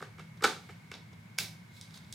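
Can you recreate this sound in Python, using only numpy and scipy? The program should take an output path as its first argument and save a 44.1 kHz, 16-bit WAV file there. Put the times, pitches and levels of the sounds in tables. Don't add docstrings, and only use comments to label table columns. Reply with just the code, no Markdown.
import sys
import numpy as np
from scipy import signal
from scipy.fft import rfft, irfft, next_fast_len
from scipy.io import wavfile
from scipy.ndimage import uniform_filter1d

SR = 44100
rng = np.random.default_rng(int(sys.argv[2]) if len(sys.argv) > 2 else 0)


def digitize_waveform(pressure):
    field = np.atleast_2d(pressure).T
    bounded = np.clip(field, -1, 1)
    quanta = np.round(bounded * 32767).astype(np.int16)
    wavfile.write(sys.argv[1], SR, quanta)


def gain_from_db(level_db):
    decades = np.asarray(level_db, float) / 20
    return 10 ** decades


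N = 94462

# pitch_hz, width_hz, level_db
FAN_DRONE = [(29.8, 12.6, -22), (53.6, 15, -21), (87, 19, -9), (111.9, 7.3, 1.5), (161.3, 16.4, 0),
             (220.3, 59, -12)]
# pitch_hz, width_hz, level_db
FAN_WHINE = [(958, 49, -1), (1530, 73, -2), (2175, 56, 5.5)]
# pitch_hz, level_db
AIR_COLOUR = [(18, -53), (30, -23), (157, -2), (394, -20.5), (913, -22.5), (1860, -24), (2230, -21.5),
              (2540, -27), (16000, -45)]
# pitch_hz, likeness (1 = same)
TONE_ALIKE = [(60, 1), (180, 0.98), (550, 0.063), (1650, 0.093), (4970, 0.097), (15000, 0.56)]
# pitch_hz, time_to_fall_60_db_s
ROOM_FADE = [(250, 0.25), (600, 0.39), (1500, 0.3), (4000, 0.35), (9000, 0.33), (15000, 0.3)]
# pitch_hz, level_db
ROOM_COLOUR = [(250, 0), (500, -2.5), (1500, -4), (3500, 1), (12000, 0)]
# pitch_hz, likeness (1 = same)
ROOM_ALIKE = [(200, 1), (1000, 0.77), (4000, 0.55), (12000, 0.57)]
# pitch_hz, left_minus_right_db
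STEREO_LEAN = [(500, -1), (2000, -1), (6000, -3), (14000, -3.4)]
# time_s, level_db
RUB_LEVEL = [(0, -60), (0.098, -93), (.34, -94), (.375, -72), (.4, -87), (.66, -65.5), (.75, -73),
             (.9, -76), (.96, -71.5), (1.05, -88), (1.7, -74.5), (1.77, -58.5), (1.8, -62.5), (1.88, -70),
             (1.93, -66), (1.96, -54.5), (2.01, -71), (2.14, -65)]
# pitch_hz, level_db
RUB_COLOUR = [(1470, -27), (2500, -2), (4050, 6), (4580, 0), (5850, -1.5), (7320, 0), (14000, -9)]
# pitch_hz, width_hz, level_db
BODY_NOTES = [(255, 78, -9.5), (423, 22, 8), (533, 39, -3), (755, 26, 2.5), (869, 62, -2.5),
              (1204, 30.7, 5), (1340, 31.8, 8), (1479, 65.3, 7), (1770, 147, -7)]
# pitch_hz, width_hz, level_db
BARREL_NOTES = [(1545, 80, -4.5), (2067, 250, -7), (2279, 108, 0.5), (2666, 29, -1), (3033, 203, -10.5)]
# pitch_hz, width_hz, level_db
RING_NOTES = [(3498, 111, 4), (3831, 58, 8), (3870, 71, 8.5), (4600, 430, 2), (5460, 340, 1)]
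# pitch_hz, width_hz, level_db
PIN_NOTES = [(6360, 570, 5.5), (8090, 990, 4), (9540, 990, 4.5), (12100, 2400, -2), (15600, 4300, -7)]
# start_s, body_db, barrel_db, steel_db, contact_ms
KNOCKS = [(.002, -49.5, -76, -81, 13.3), (.015, -51, -61, -61, 8), (0.0227, -39, -74, -55.5, 9),
          (.181, -53, -59.5, -66, 9.6), (0.192, -48.5, -54, -59.5, 11.8), (.406, -50.5, -63, -79, 14),
          (0.4209, -35.5, -57, -46, 11), (0.4362, -30, -36, -34, 3.4), (.4396, -17.5, -26, -26.5, 6),
          (.447, -22.5, -28.5, -28.5, 4), (.4515, -23.5, -35, -43, 4), (.686, -52.5, -59, -66, 29.4),
          (0.9143, -42.5, -43.5, -49.5, 5.85)]
# start_s, barrel_db, ring_db, pin_db, contact_ms
CLICKS = [(0.37, -73, -69, -67, 12), (0.9388, -53, -45, -60, 4.8), (.948, -55.5, -61.5, -62, 13.4),
          (1.128, -63, -65.5, -67.5, 11.7), (1.380, -50, -44, -48, 6.1), (1.3848, -27, -30, -30.5, 4),
          (1.401, -69, -38, -63.5, 7), (1.8116, -62, -44.5, -46, 2.2), (1.9075, -70, -54.5, -59, 2.1),
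          (1.940, -75, -53, -59, 8.6), (1.972, -74, -58, -55.5, 9), (2.044, -67, -61, -74.5, 6.7),
          (2.1246, -70, -44.5, -43.5, 4.7)]

DRONE_DB, WHINE_DB, AIR_DB = -52.5, -64, -61.5
ROOM_DB, ROOM_DELAY_S = -4.5, 0.0044
KNOCK_ROOM_DB, CLICK_ROOM_DB = 0.5, 2.5
ROOM_BLUR = 0.6
THUD_DB, CRACK_DB = -19.5, -11.5
SCATTER_DB = 1.5
RISE = 0.152
KNOCK_EDGE_HZ, PIN_IN_KNOCK_DB = 5340, -4.5
DAMP_PER_DB = 0.15
CLICK_EDGE_HZ, CLICK_OCTAVES_PER_DB = 27000, 0.17
TREBLE_TOP_HZ = 15750


def unit(x):
    return x / np.sqrt(np.mean(x ** 2) + 1e-20)


def along(points, hz):
    f, v = np.transpose(points)
    return np.interp(np.log(hz + 1), np.log(f + 1), v)


def filtered(x, response):
    n = x.shape[-1]
    size = next_fast_len(n + 8192)
    hz = np.fft.rfftfreq(size, 1 / SR)
    return irfft(rfft(x, size) * response(hz), size)[..., :n]


def resonant(notes, f, scatter_db=0):
    scatter = np.broadcast_to(scatter_db, len(notes))
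    total = 0
    for k, (pitch, width, db) in enumerate(notes):
        peak = 1j * f * width / (pitch * pitch - f * f + 1j * f * width)
        total = total + (-1) ** k * gain_from_db(db + scatter[k]) * peak
    return total


def spread(pair, gain, alike):
    def response(hz):
        turn = np.arccos(np.clip(along(alike, hz), -1, 1)) / 2
        return gain(hz) * np.array([np.cos(turn), np.sin(turn)])

    mid, side = filtered(pair, response)
    return np.array([mid + side, mid - side])


def room_tone():
    def drone_gain(f):
        low_cut = (f / 60) ** 2 / (1 + (f / 60) ** 2)
        return resonant(FAN_DRONE, f) * low_cut / (1 + (f / 260) ** 4)

    def whine_gain(f):
        return resonant(FAN_WHINE, f)

    def air_gain(f):
        low_cut = (f / 200) ** 2 / (1 + (f / 200) ** 2)
        return gain_from_db(along(AIR_COLOUR, np.maximum(f, 300))) * low_cut

    tone = 0
    for gain, db in [(drone_gain, DRONE_DB), (whine_gain, WHINE_DB), (air_gain, AIR_DB)]:
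        noise = rng.standard_normal((2, N))
        tone = tone + gain_from_db(db) * unit(spread(noise, gain, TONE_ALIKE))
    return tone


def room_tail():
    noise = rng.standard_normal((2, SR // 2))
    hz, t, z = signal.stft(noise, SR, nperseg=128)
    fade = gain_from_db(-60 * t / along(ROOM_FADE, hz)[:, None])
    tail = signal.istft(z * fade, SR, nperseg=128)[1]
    tail = spread(tail, lambda f: gain_from_db(along(ROOM_COLOUR, f)), ROOM_ALIKE)
    return np.pad(tail / np.linalg.norm(tail[0]), ((0, 0), (round(ROOM_DELAY_S * SR), 0)))


def rub():
    grains = rng.standard_normal((2, N)) * gain_from_db(2 * rng.exponential(size=N))

    def gain(f):
        return gain_from_db(along(RUB_COLOUR, f)) * (0.5 + 0.31 * abs(resonant(RING_NOTES, f)))

    time_s, level_db = np.transpose(RUB_LEVEL)
    level = np.interp(np.arange(N) / SR, time_s, level_db, left=-120)
    return unit(spread(grains, gain, ROOM_ALIKE)) * gain_from_db(level)


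def scrape(ms, size):
    u = np.arange(round(2.5 * ms * SR / 1000)) / SR * 1000 / ms
    shape = np.minimum(u / RISE, 1) * np.exp(-(u ** 2.7))
    force = rng.standard_normal(size)[:len(u)] * shape
    for _ in range(4):
        z = rfft(force)
        force = irfft(z / (abs(z) + 1e-9), len(u))
        strength = np.sqrt(abs(uniform_filter1d(force ** 2, size=24)))
        force = force * shape / (strength + 1e-9) ** 0.5
    return np.pad(force, (0, size - len(u)))


def strike(start_s, ms, parts, edge_hz, room_db):
    length = SR // 8
    ms = max(ms, 1)
    force = scrape(ms, length)
    impulse = np.zeros(length)
    impulse[round(ms * SR / 2000)] = 1
    near = wet = 0
    for notes, broad, db in parts:
        scatter = SCATTER_DB * rng.standard_normal(len(notes))

        def dull(f):
            return 1 / (1 + 1.4j * f / edge_hz - (f / edge_hz) ** 2)

        def colour(f):
            return (resonant(notes, f, scatter) + broad(f)) * dull(f)

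        def even_colour(f):
            level = np.hypot(abs(resonant(notes, f, scatter)), abs(broad(f))) ** ROOM_BLUR
            return level * abs(dull(f)) * np.exp(1j * np.angle(colour(f)))

        strength = gain_from_db(db) * np.sqrt(ms * SR / 1000)
        ring = filtered(force, colour)
        even = filtered(impulse, even_colour)
        near = near + strength * ring / np.linalg.norm(ring)
        sent = strength * even[None] / np.linalg.norm(even)
        wet = wet + signal.fftconvolve(sent, room_tail(), axes=1)
    out = np.zeros((2, N + 2 * SR))
    at = round(start_s * SR)
    out[:, at:at + length] += near
    out[:, at:at + wet.shape[1]] += gain_from_db(ROOM_DB + room_db) * wet
    return out[:, :N]


def thud(f):
    return gain_from_db(THUD_DB) * (1j * f / (350 + 1j * f)) ** 2 / (1 + 1j * f / 1800)


def crack(f):
    return gain_from_db(CRACK_DB) * (1j * f / (2500 + 1j * f)) ** 2


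def knocks():
    steel = RING_NOTES + [(pitch, width, db + PIN_IN_KNOCK_DB) for pitch, width, db in PIN_NOTES]
    top_db = max(row[1] for row in KNOCKS)
    out = 0
    for start_s, body_db, barrel_db, steel_db, ms in KNOCKS:
        damping = 1 + DAMP_PER_DB * abs(top_db - body_db)
        body = [(pitch, width * damping, db) for pitch, width, db in BODY_NOTES]
        parts = [(body, thud, body_db), (BARREL_NOTES, thud, barrel_db), (steel, crack, steel_db)]
        out = out + strike(start_s, ms, parts, KNOCK_EDGE_HZ, KNOCK_ROOM_DB)
    return out


def clicks():
    top_db = max(row[3] for row in CLICKS)
    out = 0
    for start_s, barrel_db, ring_db, pin_db, ms in CLICKS:
        edge_hz = CLICK_EDGE_HZ * 2 ** (CLICK_OCTAVES_PER_DB * (pin_db - top_db))
        parts = [(BARREL_NOTES, thud, barrel_db), (RING_NOTES, np.zeros_like, ring_db),
                 (PIN_NOTES, crack, pin_db)]
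        out = out + strike(start_s, ms, parts, edge_hz, CLICK_ROOM_DB)
    return out


def scene():
    sides = np.array([[1], [-1]])
    handling = knocks() + clicks() + rub()
    near = filtered(handling, lambda f: gain_from_db(along(STEREO_LEAN, f) / 2 * sides))
    return room_tone() + near


def low_pass(x):
    return signal.sosfilt(signal.butter(12, 16660, fs=SR, output="sos"), x)


def record(dry):
    mix = filtered(dry, lambda f: 1 / np.sqrt(1 + (f / TREBLE_TOP_HZ) ** 40))
    return low_pass(mix)


dry = scene()
out = record(dry)
digitize_waveform(out)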